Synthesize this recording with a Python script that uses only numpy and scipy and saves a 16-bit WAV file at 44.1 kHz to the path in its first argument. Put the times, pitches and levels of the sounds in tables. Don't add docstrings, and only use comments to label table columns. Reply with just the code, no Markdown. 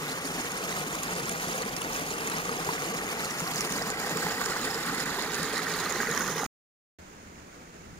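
import sys
import numpy as np
from scipy import signal
from scipy.fft import rfft, irfft, next_fast_len
from scipy.io import wavfile
from scipy.ndimage import map_coordinates

SR = 44100
rng = np.random.default_rng(int(sys.argv[2]) if len(sys.argv) > 2 else 0)


def generate_wav(signal):
    frames = np.transpose(np.atleast_2d(signal))
    scaled = np.clip(frames, -1, 1) * 32767
    pcm = np.round(scaled).astype(np.int16)
    wavfile.write(sys.argv[1], SR, pcm)


N = 352340



def amp(db):
    return 10 ** (np.asarray(db) / 20)


def unit(x):
    return x / np.sqrt(np.mean(x ** 2) + 1e-20)


def along(points, hz):
    point_hz, value = np.transpose(points)
    return np.interp(np.log(hz + 1), np.log(point_hz + 1), value)


def curves(rows):
    seconds, *columns = np.transpose(rows)
    t = np.arange(N) / SR
    return [np.interp(t, seconds, column) for column in columns]


def wobble(rate):
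    points = rng.standard_normal(int(N * rate / SR) + 4)
    return map_coordinates(points, [np.arange(N) * rate / SR], order=2)


def filtered(x, response):
    padded = 2 * next_fast_len((N + SR // 4) // 2)
    hz = np.fft.rfftfreq(padded, 1 / SR)
    return irfft(rfft(x, padded) * response(hz), padded)[..., :N]


def coloured(x, spectrum):
    return unit(filtered(x, lambda hz: amp(along(spectrum, hz))))


def wash(alike):
    def mix(hz):
        angle = np.arccos(np.clip(along(alike, hz), -1, 1)) / 2
        return np.array([np.cos(angle), np.sin(angle)])
    mid, side = filtered(rng.standard_normal((2, N)), mix)
    return unit(np.array([mid + side, mid - side]))


def delayed(x, ms):
    return map_coordinates(x, [np.arange(N) - ms * SR / 1000], order=3)


def ring(turns, life, rise):
    age = np.maximum(turns, 0) / life
    envelope = (1 - np.exp(-8 * age)) * np.exp(-age)
    return envelope * np.sin(2 * np.pi * life * age * (1 + rise * age))


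def bubbles(low_hz, high_hz, life, scatter_db, spread_ms, count, size):
    when, pitch, strength, place, damping, sign = rng.random((count, 6)).T[..., None]
    hz = low_hz + (high_hz - low_hz) * pitch
    gain = amp(-scatter_db * np.log(strength + .01)) * np.sign(sign - .5) * np.sqrt(hz)
    index = (when * N).astype(int) + np.arange(size)
    lag = (place - .5) * spread_ms / 1000
    t = np.arange(size) / SR
    swarm = []
    for side in (1, -1):
        rings = gain * ring(hz * (t - abs(lag) + side * lag), life * (.5 + damping), rise=0.012)
        swarm.append(np.bincount(index.ravel(), rings.ravel(), N)[:N])
    return unit(np.array(swarm))


def churn(surge_db, flutter_db):
    return surge_db * wobble(60) + flutter_db * wobble(260)


def splashes(scatter_db, t60, count):
    when, strength = rng.random((count, 2)).T
    start_power = amp(-scatter_db * np.log(strength + .04)) ** 2
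    starts = np.bincount((when * N).astype(int), start_power, N)
    power = signal.lfilter([1], [1, -amp(-60 / (t60 * SR)) ** 2], starts)
    return power / power.mean()


def bell(crest_s, length_s):
    return np.exp(-(2 * (np.arange(N) / SR - crest_s) / length_s) ** 2)


# (frequency [Hz], likeness [0-1])
NEAR_LIKENESS = [(100, .9), (450, .89), (620, .76), (1100, .84), (2000, .88), (2900, .58), (5000, .62),
                 (9000, .2)]


def ditch():
    surge = churn(surge_db=2.0, flutter_db=0.5)
    splash = splashes(scatter_db=-0.5, t60=0.099, count=1000)
    return gurgle(surge) + babble(surge, splash) + spray(surge, splash)


# (frequency [Hz], gain [dB])
GURGLE_COLOUR = [(60, -44.5), (105, -16.5), (135, -6), (160, 2.1), (185, -1.2), (250, -2), (370, -4),
                 (445, 0), (530, -4), (610, -12.5), (900, -8.5), (2000, -59)]


def gurgle(surge):
    pockets = bubbles(117.0, 680, life=3.2, scatter_db=0.0, spread_ms=0.2, count=2400, size=1300)
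    mix = pockets + amp(13.0) * wash(NEAR_LIKENESS)
    flow = coloured(mix, GURGLE_COLOUR) * amp(0.47 * surge)
    return amp(-42 + heaving()) * unit(flow)


# (frequency [Hz], gain [dB])
BABBLE_COLOUR = [(300, -25), (550, -6), (760, 0.5), (960, -4), (1170, 2), (1400, -2.5), (1900, -3),
                 (2500, -4), (3200, -9), (5000, -20), (10000, -61.5)]
# (time [s], level [dB])
BABBLE_LEVELS = [(0, -39), (1.3, -38), (2.5, -37), (3.3, -38), (4.2, -39.5), (5.5, -40), (6.45, -41)]


def babble(surge, splash):
    small = bubbles(486.3, 2814, life=7.74, scatter_db=1.17, spread_ms=0.1, count=4200, size=1000)
    mix = small + amp(10.0) * wash(NEAR_LIKENESS)
    flow = coloured(mix, BABBLE_COLOUR) * amp(0.5 * surge) * np.sqrt(1 + 0.29 * splash)
    level_db, = curves(BABBLE_LEVELS)
    return amp(level_db) * unit(flow)


# (frequency [Hz], gain [dB])
SPRAY_COLOUR = [(1000, -27), (2300, -3.5), (3000, 2), (3900, 1), (5000, 2), (7000, -2.5), (10000, -5.5),
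                (13000, -8), (16000, -15.5)]


def spray(surge, splash):
    crackle = bubbles(2500, 15180, life=11.4, scatter_db=3.5, spread_ms=0.091, count=14000, size=220)
    spits = splashes(scatter_db=2.0, t60=0.02, count=1800)
    bursts = amp(0.75 * surge) * np.sqrt(1 + 0.48 * splash + .22 * spits)
    mix = crackle + amp(4.0) * wash(NEAR_LIKENESS)
    level_db = -40.5 + drift(depth_db=0.5)
    return amp(level_db) * unit(coloured(mix, SPRAY_COLOUR) * bursts)


def drift(depth_db):
    return depth_db * wobble(7)


# (frequency [Hz], gain [dB])
SPILL_COLOUR = [(300, -32), (440, -2), (580, -26.5), (800, -9.5), (1200, -5), (1500, -1), (1730, -5),
                (1900, 0.5), (2200, -4), (2900, -8), (3900, -17), (5200, -19.5), (9000, -32.5)]
# (frequency [Hz], likeness [0-1])
SPILL_LIKENESS = [(450, .89), (620, .75), (1900, .82), (2300, .3), (5000, .3), (9000, .1)]
# (time [s], level [dB])
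SPILL_LEVELS = [(0, -42.5), (2.1, -44), (3, -42), (4.5, -36.5), (5.3, -41), (6.15, -37.5), (6.45, -44.5)]


def spill():
    swarm = bubbles(758, 2308, life=5.4, scatter_db=1.0, spread_ms=0.12, count=6000, size=600)
    bursts = np.sqrt(0.5 + 0.27 * splashes(scatter_db=6, t60=0.033, count=1000))
    splash = coloured(swarm + amp(5.5) * wash(SPILL_LIKENESS), SPILL_COLOUR) * bursts
    trickle = bubbles(1300, 4800, life=16, scatter_db=0.5, spread_ms=0.069, count=400, size=1400)
    level_db = curves(SPILL_LEVELS)[0] + 0.18 * heaving()
    return amp(level_db) * unit(splash) + amp(-52) * trickle


# (frequency [Hz], gain [dB])
RUMBLE_COLOUR = [(15, -23), (28, -11.5), (40, -0.5), (56, -9.5), (80, -5), (105, -5.5), (200, -9.5),
                 (600, -61.5)]


def near_rumble():
    return amp(-56.5) * coloured(wash([(50, 0.94)]), RUMBLE_COLOUR)


# (time [s], level [dB], pitch [Hz])
GULP_EVENTS = [(0.245, -31, 268), (0.297, -36, 160), (0.375, -33.5, 255), (0.442, -34, 460),
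               (0.505, -37, 470), (0.808, -34, 472), (1.128, -33, 175), (1.184, -33, 460),
               (1.472, -31, 164), (1.542, -30.5, 507), (1.612, -30, 467), (1.726, -34, 158),
               (2.372, -35, 167), (2.473, -33, 190), (2.512, -32, 459), (2.672, -31, 396),
               (2.683, -32.5, 159), (2.917, -30.5, 453), (2.951, -31, 160), (3.417, -30, 167),
               (3.707, -32, 190), (3.777, -36.5, 176), (4.153, -28, 438), (4.156, -29.5, 160),
               (4.248, -29, 170), (4.459, -31, 445), (4.611, -33, 235), (4.756, -31.5, 449),
               (5.399, -30.5, 171), (5.739, -32.5, 417), (5.81, -35, 440), (6.086, -28.5, 455),
               (6.102, -31, 158), (6.252, -34, 185), (6.357, -30.5, 439)]
GULP_S = 0.017


def gulps():
    out, t = np.zeros(N), np.arange(SR // 6) / SR
    for s, db, hz in GULP_EVENTS:
        out[round(s * SR):][:len(t)] += amp(db) * ring(hz * t, life=GULP_S * hz, rise=0.013)
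    return out


# (frequency [Hz], gain [dB])
SLOP_COLOUR = [(2500, -23), (3800, -2), (4900, 2), (6000, -3.5), (7000, -4), (9500, -10), (13000, -9),
               (16000, -17)]
# (time of crest [s], length [s], level [dB])
SLOP_EVENTS = [(0.268, 0.051, -38), (0.46, 0.044, -41), (1.166, 0.056, -39), (1.258, .025, -45),
               (1.41, .02, -40), (1.495, 0.033, -44), (2.108, 0.048, -38.5), (2.972, 0.024, -36),
               (3.25, 0.027, -38), (3.4, 0.037, -40.5), (3.585, 0.13, -38.5), (3.763, 0.19, -43),
               (4.463, 0.03, -56), (4.746, 0.034, -45.5), (5.222, .03, -46), (5.346, 0.031, -43.5),
               (5.57, 0.062, -43.5), (5.746, .04, -46), (5.907, 0.041, -46.5)]


def slops():
    droplets = bubbles(3000, 11000, life=8.2, scatter_db=5.0, spread_ms=0.1, count=7000, size=200)
    patter = coloured(droplets + amp(-0.5) * wash(NEAR_LIKENESS), SLOP_COLOUR)
    return sum(amp(db) * bell(s, length) for s, length, db in SLOP_EVENTS) * patter


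# (time [s], level [dB], pitch [Hz]); 3.5 dB is taken off each level
SMACK_EVENTS = [(0.5183, -23.5, 6700), (0.9528, -19, 6960), (1.033, -18.5, 6700), (1.1348, -24, 6740),
                (1.294, -16, 8900), (1.6204, -18.5, 4300), (1.7653, -16.5, 5300), (1.818, -18, 2800),
                (2.2735, -19, 6760), (2.2992, -17, 9790), (2.6472, -18, 4870), (2.971, -27, 8200),
                (3.309, -21, 5650), (3.403, -20, 6980), (3.559, -19.5, 5900), (3.608, -12, 5600),
                (3.723, -16, 6200), (3.902, -17, 8000), (4.095, -21.5, 6700), (4.171, -18, 7450),
                (4.455, -21, 7150), (4.4597, -15.5, 5450), (4.739, -27.5, 5000), (4.745, -23, 5200),
                (4.835, -24, 3840), (4.948, -23.5, 7100), (5.002, -21, 6900), (5.058, -23, 7000),
                (5.214, -24.5, 4030), (5.222, -23, 4600), (5.335, -26, 7100), (5.344, -19, 5700),
                (5.351, -18.5, 8800), (5.43, -19, 9000), (5.579, -20, 4100), (5.738, -22, 3850),
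                (5.906, -22.5, 6960), (5.9238, -21, 6800), (6.113, -21, 6940), (6.1762, -19, 5560),
                (6.4428, -26, 6750)]


def smacking_drops():
    out, t = np.zeros((2, N)), np.arange(SR // 20) / SR
    dull = signal.butter(2, 9400, fs=SR)
    for s, db, hz in SMACK_EVENTS:
        noise = signal.lfilter(*dull, rng.standard_normal((2, len(t))))
        smack = noise * amp(-60 * t / 0.023)
        bubble = ring(hz * t, life=5.1, rise=0.013)
        out[:, round(s * SR):][:, :len(t)] += amp(db - 3.5) * (bubble + 0.49 * smack)
    return out


# (time [s], level [dB], pitch [Hz]); 3.5 dB is taken off the bubble's level
PLOP_EVENTS = [(0.948, -21, 1100), (1.485, -24, 700), (2.493, -17, 1210), (2.689, -15.5, 950),
               (3.406, -27, 895), (3.817, -23.5, 660), (4.043, -26, 795), (4.265, -21.5, 850),
               (4.415, -18.5, 1160), (4.462, -21, 1220), (4.562, -23, 1030), (4.671, -21.5, 1890),
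               (5.187, -22.5, 950), (5.221, -27, 1460), (5.331, -23, 1570), (5.568, -22.5, 2010),
               (5.668, -24, 1860), (5.862, -21.5, 1210), (6.003, -16.5, 1605), (6.175, -24, 1900),
               (6.207, -20, 1450), (6.433, -20.5, 797)]
# (frequency [Hz], gain [dB])
SPLAT_COLOUR = [(250, -20.5), (500, -5.5), (900, -6.5), (1400, -3.5), (2000, 0.5), (2800, -17.5),
                (6000, -27.5)]
PLOP_S = 0.0041
SPLAT_DB, SPLAT_T60 = -13.5, 0.033


def plops():
    rings, splats, t = np.zeros(N), np.zeros(N), np.arange(SR // 20) / SR
    for s, db, hz in PLOP_EVENTS:
        start = round(s * SR)
        rings[start:][:len(t)] += amp(db - 3.5) * ring(hz * t, life=PLOP_S * hz, rise=0.0071)
        splats[start:][:len(t)] += amp(db + SPLAT_DB - 60 * t / SPLAT_T60)
    return rings + splats * coloured(wash(NEAR_LIKENESS), SPLAT_COLOUR)


# (time of crest [s], length [s], rise [dB])
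HEAVE_EVENTS = [(1.844, 0.66, 1), (2.75, 0.78, 1), (3.803, 0.15, 1.5), (4.2, 0.28, 1.5), (4.85, 0.44, 1.5),
                (6.25, 0.35, 1)]


def heaving():
    return sum(db * bell(s, length) for s, length, db in HEAVE_EVENTS)


def causal(spectrum, hz):
    cepstrum = irfft(np.log(amp(along(spectrum, hz))))
    cepstrum[1:len(hz) - 1] *= 2
    cepstrum[len(hz):] = 0
    return np.exp(rfft(cepstrum))


# (frequency [Hz], gain [dB])
GRAZING_COLOUR = [(200, 0), (450, 0.6), (600, 0), (800, 4.5), (1200, 2), (1900, 4), (2300, -7),
                  (2850, -1.5), (3900, 6.5), (5100, 6), (6300, -3), (7200, 6.5), (9000, 2), (12000, 4)]
OBLIQUE_COLOUR = [(200, 0.5), (450, 3.5), (600, -5.5), (800, 3.5), (1200, 4), (1900, 6), (2300, 0),
                  (2850, -2.5), (3900, 9), (5100, 4.5), (6100, -1), (7200, 3.5), (8500, 1.5)]
FACING_COLOUR = [(200, 2), (450, 1.5), (620, 2), (1200, 6.5), (1900, 6), (2300, -4.5), (2900, -4),
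                 (3900, 4.5), (4600, -0.5), (5700, 6.5), (6800, 6.5), (7700, -5.5), (8600, 2.5)]


def opening(x, stage):
    versions = [x]
    for gains in (GRAZING_COLOUR, OBLIQUE_COLOUR, FACING_COLOUR):
        versions.append(filtered(x, lambda hz: causal(gains, hz)))
    stage = np.clip(stage, 0, len(versions) - 1)
    return sum(np.maximum(1 - abs(stage - k), 0) * version for k, version in enumerate(versions))


# (time [s], lead of the left side [ms], colour stage of the right side,
# held within 0 plain, 1 grazing, 2 oblique, 3 facing)
DRIFT_TO_MIDDLE = [(0, 0.18, -0.5), (1.3, 0.25, 0), (2.4, 0.25, 0), (3.1, 0.2, 0), (3.65, 0.15, 0.1),
                   (4.2, 0.14, 1), (4.55, 0.1, 0.9), (5.15, 0.1, 2), (5.6, 0.032, 2), (6.05, 0.01, 2.5),
                   (6.45, 0.0045, 3.5)]


def near_water():
    lead_ms, stage = curves(DRIFT_TO_MIDDLE)
    left, right = ditch() + spill() + gulps() + slops() + smacking_drops() + plops()
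    return np.array([left, delayed(opening(right, stage), lead_ms)]) + near_rumble()


# (frequency [Hz], gain [dB])
FAR_COLOUR = [(20, -8), (40, -5), (60, -4), (80, 3.5), (110, -9), (165, 0), (300, -3), (450, -4.5),
              (650, -8.5), (1400, -8), (2200, -11), (3200, -17.5), (5500, -19.5), (6800, -22.5),
              (8500, -23.5), (15500, -38)]
# (frequency [Hz], likeness [0-1])
FAR_LIKENESS = [(40, 1), (150, 1), (320, 1), (600, 0.25), (1100, 0.59), (2500, 0.19), (6000, 0.072)]
# (frequency [Hz], right minus left [dB])
FAR_BALANCE = [(2000, 1), (3500, 3), (5500, 5), (7500, 5)]


def far_water():
    burble = bubbles(1200, 2800, life=8.7, scatter_db=2.5, spread_ms=0.5, count=1400, size=1000)
    rush = coloured(wash(FAR_LIKENESS) + amp(-20.0) * burble, FAR_COLOUR)

    def balance(hz):
        right_db = along(FAR_BALANCE, hz)
        return amp(np.array([-right_db, right_db]) / 2)
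    rush = filtered(rush, balance)
    left, right = rush * amp(-50.0 + churn(surge_db=-0.5, flutter_db=0.5))
    return np.array([delayed(left, ms=0.44), right])


# (time [s], level [dB])
BREEZE_LEVELS = [(7, -67), (7.7, -66), (7.9, -57)]


def breeze():
    level_db = curves(BREEZE_LEVELS)[0] + 1.5 * wobble(4.5)
    return amp(level_db) * coloured(wash([(50, 0.58)]), RUMBLE_COLOUR)


CUT, RESUME = 6.464, 6.987


def scene():
    t = np.arange(N) / SR
    return near_water() * (t < CUT) + (far_water() + breeze()) * (t > RESUME)


# (frequency [Hz], gain [dB])
LEFT_COLOUR = [(500, 3), (3500, -1), (5000, -4), (5700, -3), (6850, -15.5), (7600, -3), (8500, 4.5),
               (9700, 9), (11300, 0.5), (12600, 5.5), (14000, -1.5), (15400, -21)]
RIGHT_COLOUR = [(500, 2), (3300, -0.5), (3900, -0.5), (4500, 0.5), (5900, 3.5), (6800, 10.5), (8000, -0.5),
                (9000, -14), (10000, -33.5), (11000, -13), (12000, -0.5), (12800, 3), (14000, 4.5),
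                (15300, 12.5)]
TOP_HZ = 15650


def record(dry):
    def response(hz):
        low_pass = 1 / (1 + (hz / TOP_HZ) ** 200)
        return amp([along(LEFT_COLOUR, hz), along(RIGHT_COLOUR, hz)]) * low_pass
    return filtered(dry, response)


dry = scene()
out = record(dry)
generate_wav(out)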